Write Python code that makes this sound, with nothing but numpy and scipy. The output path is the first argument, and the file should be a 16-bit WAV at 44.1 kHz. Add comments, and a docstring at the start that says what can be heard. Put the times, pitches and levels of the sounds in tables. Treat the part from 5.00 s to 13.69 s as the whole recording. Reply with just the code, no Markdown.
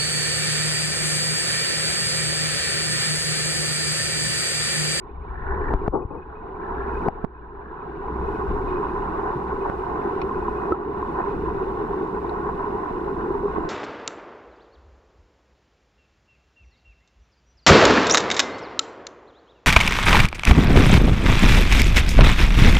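"""Underwater in a creek

A hand-held camera in a waterproof housing glides under the surface, then rests by a sunken trunk.
Churning water and close bubbles reach its two microphones through the housing's hollow resonances.
The housing rumbles and rubs in the hand, and the lens motor ticks faintly on the left.
A few knocks overload the microphones: the gain control ducks, and the creek swells slowly back."""
import sys
import numpy as np
from scipy import signal
from scipy.fft import rfft, irfft, next_fast_len
from scipy.io import wavfile
from scipy.ndimage import uniform_filter1d, minimum_filter1d, map_coordinates

SR = 44100
rng = np.random.default_rng(int(sys.argv[2]) if len(sys.argv) > 2 else 0)


def output_pcm(signal):
    """Save a mono or channel-first signal as 16-bit PCM at the path in sys.argv[1].

    Samples are clipped to [-1, 1] before scaling.
    """
    pcm = np.clip(np.atleast_2d(signal).T, -1, 1) * 32767
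    wavfile.write(sys.argv[1], SR, np.round(pcm).astype(np.int16))


N = 383229
TIME = np.arange(N) / SR
SIZE = next_fast_len(N + SR // 2)
HZ = np.fft.rfftfreq(SIZE, 1 / SR)

# resonances of the housing's shell: (frequency [Hz], width [Hz], left [dB], right [dB])
SHELL_MODES = [(607, 170, -17.5, -18.5), (704, 83, -18.5, -11), (827, 82, -7.5, -28),
               (967, 43, -14.5, -13.5), (1026.6, 142, -8, -2.5), (1332, 73, -14, -17.5),
               (1486, 142, -14.5, -14), (1753, 224, -20, -28.5)]


def amp(db):
    """Decibels to gain."""
    return 10 ** (np.asarray(db) / 20)


def unit(x):
    """x at rms 1."""
    return x / np.sqrt(np.mean(x ** 2) + 1e-20)


def pan(db):
    """Left and right gains, the left louder by db."""
    return amp([[db / 2], [-db / 2]])


def wobble(rate):
    """A smooth random curve, rate knots a second."""
    return map_coordinates(rng.standard_normal(4096), [TIME * rate], mode="wrap")


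def strokes(rows, attack_s, release_s):
    """Gain of (time [s], hold [s], level [dB]) movements; 20 dB per attack or release time."""
    power = 0
    for s, hold, db in rows:
        fade = np.maximum(s - TIME, 0) / attack_s + np.maximum(TIME - s - hold, 0) / release_s
        power += amp(db - 20 * np.minimum(fade, 10)) ** 2
    return np.sqrt(power)


def add(track, s, sound):
    """Mix a sound into a track from time s."""
    part = track[..., round(s * SR):][..., :sound.shape[-1]]
    part += sound[..., :part.shape[-1]]


def along(points):
    """(frequency [Hz], value) points joined on a log axis, on the HZ grid."""
    hz, value = np.transpose(points)
    return np.interp(np.log(HZ + 1), np.log(hz), value)


def filtered(x, response):
    """x through a response on the HZ grid."""
    return irfft(rfft(x, SIZE) * response, SIZE)[..., :N]


def resonances(modes):
    """Causal stereo response of (frequency [Hz], width [Hz], left [dB], right [dB]) modes."""
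    power = 0
    for hz, width, left, right in modes:
        falloff = 1 + (np.sqrt(2) - 1) * (2 * (HZ - hz) / width) ** 2
        power += (amp([[left], [right]]) / falloff) ** 2
    cepstrum = irfft(np.log(power + 1e-12) / 2, SIZE)
    cepstrum[:, 1:SIZE // 2] *= 2  # folding the cepstrum gives minimum phase
    cepstrum[:, SIZE // 2 + 1:] = 0
    return np.exp(rfft(cepstrum))


def wall(x, hz, order):
    """The thick wall of the housing muffles what lies above hz."""
    return signal.sosfilt(signal.butter(order, hz, fs=SR, output="sos"), x)


def two_ports(source, alike):
    """Both microphone ports hear the share alike of a source's power, each at its own phase."""
    # phase between the ports: (frequency [Hz], lead of the left [rad])
    port_phase = [(60, .2), (220, 0), (310, .45), (480, .2), (620, -2.9), (760, -1.9), (950, 1.1),
                  (1500, 1.1), (1800, 2), (2050, -.5), (4600, -1.5)]
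    shared = filtered(source(), np.exp(1j * along(port_phase) * np.array([[.5], [-.5]])))
    separate = np.array([source(), source()])
    return np.sqrt(alike) * shared + np.sqrt(1 - alike) * separate


def churn(count, hz, spread, cycles, size_db, noise_db):
    """A swarm of bubbles over turbulence; each rises in pitch and dies in about cycles periods."""
    start, pitch_draw, size = rng.random((count, 3)).T[:, :, None]
    pitch = hz * np.exp(spread * (2 * pitch_draw - 1))
    t = np.arange(SR // 25) / SR
    age = t * pitch / cycles
    level_db = -size_db * np.log(1 - .99 * size)  # many faint, a few loud
    rings = amp(level_db - 60 * age) * np.sin(2 * np.pi * pitch * t * (1 + age / 8))
    samples = (start * N).astype(int) + np.arange(len(t))
    swarm = np.bincount(samples.ravel(), rings.ravel(), N)[:N]
    return unit(unit(swarm) + amp(noise_db) * rng.standard_normal(N))


def creek():
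    """Water all round: large bubbles gurgle in the air cavity, small ones rush in the shell, or fizz."""
    # strength of the creek at the camera: (time [s], gurgle [dB], rush [dB])
    flow = [(0, -30, -29), (.3, -32.5, -32.5), (.65, -26, -27), (1.3, -28, -30.5), (1.9, -28, -31.5),
            (2.4, -29.5, -29), (2.9, -28.5, -30), (3.3, -28, -30.5), (3.65, -28, -31.5), (4.3, -31, -30),
            (4.6, -29, -31), (4.8, -32.5, -30.5), (4.95, -27.5, -31), (5.6, -28, -29.5),
            (6.45, -27.5, -31.5), (7.5, -29, -31), (8.45, -28, -32), (8.69, -30, -29)]
    # pushes of the current on the rush: (time [s], half-length [s], level change [dB])
    surges = [(.52, 0.035, 6.5), (1.702, .16, 6.5), (4.175, 0.054, 3.5), (4.672, 0.022, 3.5),
              (4.98, 0.051, 4.5), (5.644, 0.12, 1), (6.03, 0.019, -0.5), (6.188, 0.031, 3.5),
              (7.49, 0.15, 0.5), (8.61, 0.033, -0.5)]
    # resonances of the air in the housing: (frequency [Hz], width [Hz], left [dB], right [dB])
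    cavity_modes = [(128, 190, -12.5, -12.5), (250, 140, -22.5, -14), (374, 75.5, -0.5, 0),
                    (409.2, 46.2, 3, 2.5)]
    # upper resonances of the housing: (frequency [Hz], width [Hz], left [dB], right [dB])
    upper_modes = [(2080, 240, 3, -2), (2730, 760, 0, -0.5), (3690, 510, -5.5, -9), (4000, 230, -13.5, -8),
                   (5330, 240, -14, -14.5)]
    times, *levels = np.transpose(flow)
    gurgle_db, rush_db = (np.interp(TIME, times, db) for db in levels)
    rush_db += sum(db * np.exp(-((TIME - s) / half) ** 2 / 2) for s, half, db in surges)
    fizz_db = -58 + 1.5 * np.exp(-TIME / 2.3)  # a little louder at first
    drift_db = .5 * wobble(5)
    eddies = wobble(15)  # they drive all bubble sizes together
    large = two_ports(
        lambda: churn(count=4000, hz=320, spread=.7, cycles=9, size_db=1.2, noise_db=7), alike=.98)
    small = two_ports(
        lambda: churn(count=4000, hz=1200, spread=.8, cycles=18, size_db=1.3, noise_db=9), alike=.76)
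    fine = two_ports(
        lambda: churn(count=1100, hz=2700, spread=.5, cycles=42, size_db=1.7, noise_db=9), alike=.34)
    gurgle = unit(filtered(large, resonances(cavity_modes)) * amp(.21 * eddies + .23 * wobble(1.5)))
    flicker_db = .4 * eddies + 1.3 * wobble(30) + drift_db
    rush = unit(filtered(small, resonances(SHELL_MODES)) * amp(flicker_db))
    fizz = unit(filtered(fine, resonances(upper_modes)) * amp(1.2 * eddies))
    water = amp(gurgle_db) * gurgle + amp(rush_db) * wall(rush, hz=2630, order=3) + amp(fizz_db) * fizz
    return filtered(water, 1 - np.exp(-((HZ - 3200) / 110) ** 2))  # an antiresonance of the wall


def hand_rumble(rest_db=-40.5, unsettled_db=13.5, settle_s=3.7):
    """Handling noise: the camera sways and trembles in a hand that slowly steadies."""
    # resonances of the held camera: (frequency [Hz], width [Hz], left [dB], right [dB])
    held_modes = [(26.2, 19, -1, -5), (61.7, 9.2, 1, -1), (84, 74, -15.5, -19), (151, 70, -23, -27.5)]
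    # swings and shifts of the hand: (time [s], hold [s], level [dB])
    sways = [(.2, 0.9, -23), (1.75, 0.23, -31.5), (2.15, 0.41, -28.5), (3.21, 0.018, -29.5),
             (3.48, 0.17, -29.5), (3.95, 0.012, -32.5), (5.4, 0.031, -34.5), (6.42, 0.037, -29),
             (8.1, 0.75, -39.5)]
    shaking = two_ports(lambda: rng.standard_normal(N), alike=.97)
    rumble = unit(filtered(shaking, resonances(held_modes)))
    tremor = amp(rest_db + unsettled_db * np.exp(-TIME / settle_s))
    return np.hypot(tremor, strokes(sways, attack_s=.15, release_s=.45)) * rumble


def microphone_hiss():
    """Faint self-noise, unrelated between the two microphones."""
    # shape of the hiss: (frequency [Hz], relative density [dB])
    spectrum = [(1500, -13), (3300, -1.5), (4400, 2), (7000, -4.5), (10000, -7), (16000, -10.5)]
    return amp(-68.5) * unit(filtered(rng.standard_normal((2, N)), amp(along(spectrum))))


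def lens_motor(steps_per_s=15, step_hz=2300, pip_hz=2516):
    """Inside the housing, mostly left: an even train of tiny rattles, clear pips and a raspy ring."""
    # thin pips of the mechanism: (time [s], level [dB])
    pips = [(.102, -47), (.244, -54), (1.025, -40), (1.115, -44), (1.184, -41), (1.228, -41), (1.365, -44),
            (1.39, -46.5), (1.931, -49), (1.972, -44), (2.352, -49), (2.378, -47), (2.781, -55),
            (2.813, -49), (3.274, -51), (3.349, -50), (3.685, -50), (3.731, -50.5), (3.776, -58),
            (4.615, -49.5), (5.424, -54), (5.575, -55), (5.605, -53), (5.657, -54)]
    # spells of raspy ringing: (time [s], hold [s], level [dB])
    rasps = [(1.88, 0.12, -60), (3.25, 0.18, -66.5), (3.68, .25, -60.5), (5.35, .33, -62), (6.2, 0.44, -67)]
    out, middle = np.zeros(N), .02
    t = np.arange(round(2 * middle * SR)) / SR - middle

    def burst(half_s, hz):
        return np.exp(-(t / half_s) ** 2 / 2) * np.sin(2 * np.pi * hz * t)

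    for s in np.arange(.022, N / SR, 1 / steps_per_s):
        step_db = -51 - 2.5 * s  # the steps fade as the camera steadies
        for late, detune, size in rng.uniform(-1, 1, size=(5, 3)):  # five grains a step
            grain = burst(half_s=.0033, hz=step_hz + 110 * detune)
            add(out, abs(s + .009 * late - middle), amp(step_db + 3 * size) * grain)
    for s, db in pips:
        add(out, s - middle, amp(db) * burst(half_s=.0064, hz=pip_hz))
    ring = filtered(rng.standard_normal(N), resonances([(pip_hz, 50, 0, 0)]))[0]
    rasp = unit(ring * np.sin(np.pi * steps_per_s * TIME))
    effort = np.hypot(strokes(rasps, attack_s=.1, release_s=.1), amp(-69))  # never quite at rest
    return amp([[3], [-10]]) * (out + effort * rasp)


def wake(pitch_sag=.17):
    """Bubbly water sweeps along the housing as it turns, louder and higher with the speed."""
    # turns and drifts: (time of top speed [s], half-length [s], level [dB], top pitch [ratio])
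    turns = [(0.522, 0.23, -32.5, 1), (1.245, .2, -38.5, 0.87), (1.779, 0.2, -36, 0.94),
             (2.552, 0.49, -38.5, .9), (3.699, 0.63, -44.5, .84), (5.08, 0.084, -43, 0.82)]
    bubbles = two_ports(
        lambda: churn(count=2500, hz=1650, spread=.3, cycles=30, size_db=2.5, noise_db=-1), alike=.65)
    wash = unit(filtered(bubbles, resonances([(1470, 110, 1, .12), (1763, 180, 2.5, .5)])))
    out = np.zeros((2, N))
    for s, half, db, pitch in turns:
        speed = 1 / (1 + ((TIME - s) / half) ** 6)
        warped_time = np.cumsum(pitch * (1 - pitch_sag * (1 - speed))) / SR
        out += amp(db) * speed * np.array([np.interp(warped_time, TIME, port) for port in wash])
    return out


def grip_rubs():
    """The grip slips on the housing, and the friction excites its low modes."""
    # slips of the grip: (time [s], hold [s], level [dB])
    rubs = [(.5, 0.42, -35), (.705, 0.053, -23), (.928, 0.014, -5.5), (.939, .003, -2), (.952, 0.0041, -1),
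            (.966, 0.01, -10.5), (.99, 0.04, -14), (1.11, 0.06, -16.5), (2.06, 0.034, -24)]
    # rubbed resonances: (frequency [Hz], width [Hz], left [dB], right [dB])
    rub_modes = [(206, 180, 1.5, -14), (367, 79, 7, 2), (473, 71, -1, .5), (806, 190, 2.5, -5.5),
                 (1090, 160, -5, -6)]
    friction = two_ports(lambda: rng.standard_normal(N), alike=1)
    slip = unit(filtered(friction, resonances(rub_modes)))
    return strokes(rubs, attack_s=.011, release_s=.042) * wall(slip, hz=1500, order=6)


def knocks(blunt_s=.00003, onset_s=.0001, rebound_t60=.028, crack_t60=.0077):
    """Blows right by the microphones: a pressure spike, a damped rebound, a crack; the shell rings."""
    # hard contacts on the housing: (time [s], spike [dB], push or pull [+1, -1], spike life [s],
    # rebound [dB], rebound pitch [Hz], left minus right [dB], crack [dB])
    blows = [(0.7385, 1, -1, 0.00024, -19, 620, -1, -30), (0.879, 9, 1, 0.00024, -3, 330, 10.5, -47),
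             (.881, 13, -1, 0.00052, 3, 430, 3.5, -21), (2.0846, 1.5, -1, 0.00029, -7, 650, 5.5, -42.5),
             (2.085, 2, -1, 0.00017, -4.5, 770, 10, -25), (2.243, 1.5, 1, 0.00056, -6, 130, -20.5, -55),
             (2.2475, 3.5, 1, 0.00021, -20, 140, -15, -27), (4.699, -12, -1, 0.00024, -35, 445, -11, -47.5),
             (5.7227, -13.5, -1, 0.00012, -11, 336, -13.5, -38),
             (8.5834, -17, -1, 0.00051, -18.5, 335, -13, -62)]
    thuds, cracks = np.zeros((2, N)), np.zeros((2, N))
    lead_s = .008  # room for the spike's rise
    t = np.arange(SR // 4) / SR - lead_s
    after = np.maximum(t, 0)
    for s, spike_db, push, life, rebound_db, hz, pan_db, crack_db in blows:
        spike = amp(spike_db) * np.exp((blunt_s - np.hypot(t, blunt_s)) / life)
        envelope = amp(rebound_db - 60 * after / rebound_t60) * (1 - np.exp(-after / onset_s))
        rebound = -envelope * np.sin(2 * np.pi * hz * after)
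        add(thuds, s - lead_s, push * pan(pan_db) * (spike + rebound))
        crack = (t > 0) * amp(crack_db - 60 * after / crack_t60) * rng.standard_normal((2, len(t)))
        add(cracks, s - lead_s, crack)
    direct = wall(thuds, hz=2100, order=4) + amp(-12.5) * thuds + wall(cracks, hz=4000, order=1)
    return direct + amp(3) * filtered(thuds, resonances(SHELL_MODES))


def hand_bumps(cycles=3.5, onset_s=.0009):
    """The hand nudges the housing, which rocks for a few slow cycles."""
    # soft nudges: (time [s], level [dB], rocking frequency [Hz])
    nudges = [(0.745, 0, 43.7), (.893, 4, 45.7), (1.05, 2.5, 81)]
    out, t = np.zeros(N), np.arange(SR // 4) / SR
    for s, db, hz in nudges:
        envelope = amp(db - 60 * t * hz / cycles) * (1 - np.exp(-t / onset_s))
        add(out, s, envelope * np.sin(2 * np.pi * hz * t))
    return pan(5) * out


def near_bubbles(rise=.078, onset_s=.0014):
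    """Single bubbles close to the microphones ring briefly, gliding up a little."""
    # close bubbles: (time [s], level [dB], pitch [Hz], 60 dB decay [s])
    bubbles = [(1.721, -16, 1000, 0.039), (3.083, -9, 1000, 0.019), (3.186, -22, 1010, .03),
               (4.35, -16.5, 364, 0.076), (4.355, -21.5, 137, 0.11), (4.519, -15.5, 1034, .03),
               (4.659, -15.5, 960, 0.039), (5.2152, -33, 2440, 0.032), (5.2162, -15.5, 1050, .018),
               (5.311, -16.5, 1038, 0.066), (5.369, -18, 990, .03), (5.482, -11, 990, 0.038),
               (5.7207, -2.5, 348, 0.037), (5.7213, -5.5, 1285, 0.047), (6.027, -10.5, 1027, 0.031),
               (6.15, -23, 1020, 0.025), (6.482, -14, 984, 0.025), (6.598, -22, 950, 0.037),
               (7.467, -18, 1045, 0.042), (7.531, -19.5, 1050, 0.035), (7.596, -14, 1016, 0.027),
               (7.857, -18.5, 1017, 0.034), (8.304, -11.5, 362, 0.051), (8.433, -15, 411, 0.12),
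               (8.455, -15, 406, 0.11)]
    out, t = np.zeros(N), np.arange(SR // 8) / SR
    for s, db, hz, t60 in bubbles:
        age = t / t60
        ring = np.sin(2 * np.pi * hz * t * (1 + rise * np.minimum(age, 1) / 2))
        add(out, s, amp(db - 60 * age) * (1 - np.exp(-t / onset_s)) * ring)
    return out


def grit_ticks(t60=.034, onset_s=.0006):
    """Grains of grit tap the housing: short bright bursts."""
    # taps of grit: (time [s], level [dB], centre [Hz], width [Hz])
    taps = [(5.2143, -28.5, 2330, 547), (5.2155, -43, 3850, 800), (5.2153, -49, 5230, 500),
            (7.293, -44, 3970, 450)]
    out, t = np.zeros((2, N)), np.arange(SR // 20) / SR
    for s, db, hz, width in taps:
        band = signal.butter(2, [hz - width / 2, hz + width / 2], "bandpass", fs=SR, output="sos")
        burst = unit(signal.sosfilt(band, rng.standard_normal((2, len(t)))))
        add(out, s, amp(db - 60 * t / t60) * (1 - np.exp(-t / onset_s)) * burst)
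    return wall(out, hz=6500, order=3)


def gain_control(x, ceiling_db=-6.4, start_db=-15.5, recovery_db_per_s=17.5):
    """The camera's gain starts low, ducks at once on overloads and climbs steadily back."""
    peak_db = 20 * np.log10(abs(x).max(axis=0) + 1e-9)
    allowed_db = np.minimum(ceiling_db - peak_db, 0)
    allowed_db[0] = start_db
    ramp = recovery_db_per_s * TIME
    gain_db = ramp + np.minimum.accumulate(minimum_filter1d(allowed_db, size=96) - ramp)
    gain_db = uniform_filter1d(uniform_filter1d(gain_db, size=48), size=48)  # a soft attack
    return x * amp(gain_db)


def quiet_treble_fade(x, hz=4500, threshold_db=-71):
    """Faint high hiss dies away whenever the sound goes quiet."""
    treble = filtered(x, 1 - 1 / (1 + (HZ / hz) ** 16))
    power = uniform_filter1d(np.mean(treble ** 2, axis=0), size=512)
    treble_gain = np.minimum(np.sqrt(abs(power)) / amp(threshold_db), 1)
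    return x - treble * (1 - treble_gain)


def scene():
    """Everything at the two microphones, inside the housing under the surface."""
    water = creek()
    handling = hand_rumble() + wall(grip_rubs() + wake(), hz=1970, order=12)
    impacts = knocks() + hand_bumps() + grit_ticks()
    return water + handling + impacts + near_bubbles() + lens_motor() + microphone_hiss()


def record(dry, top_hz=15750):
    """A low cut and gain control; faint treble fades in the quiet, and nothing sounds above top_hz."""
    low_cut = signal.sosfilt(signal.butter(1, 14, "highpass", fs=SR, output="sos"), dry)
    fade_out = np.minimum((TIME[-1] - TIME) / .004, 1)
    return filtered(quiet_treble_fade(gain_control(low_cut) * fade_out), HZ < top_hz)


dry = scene()
out = record(dry)
output_pcm(out)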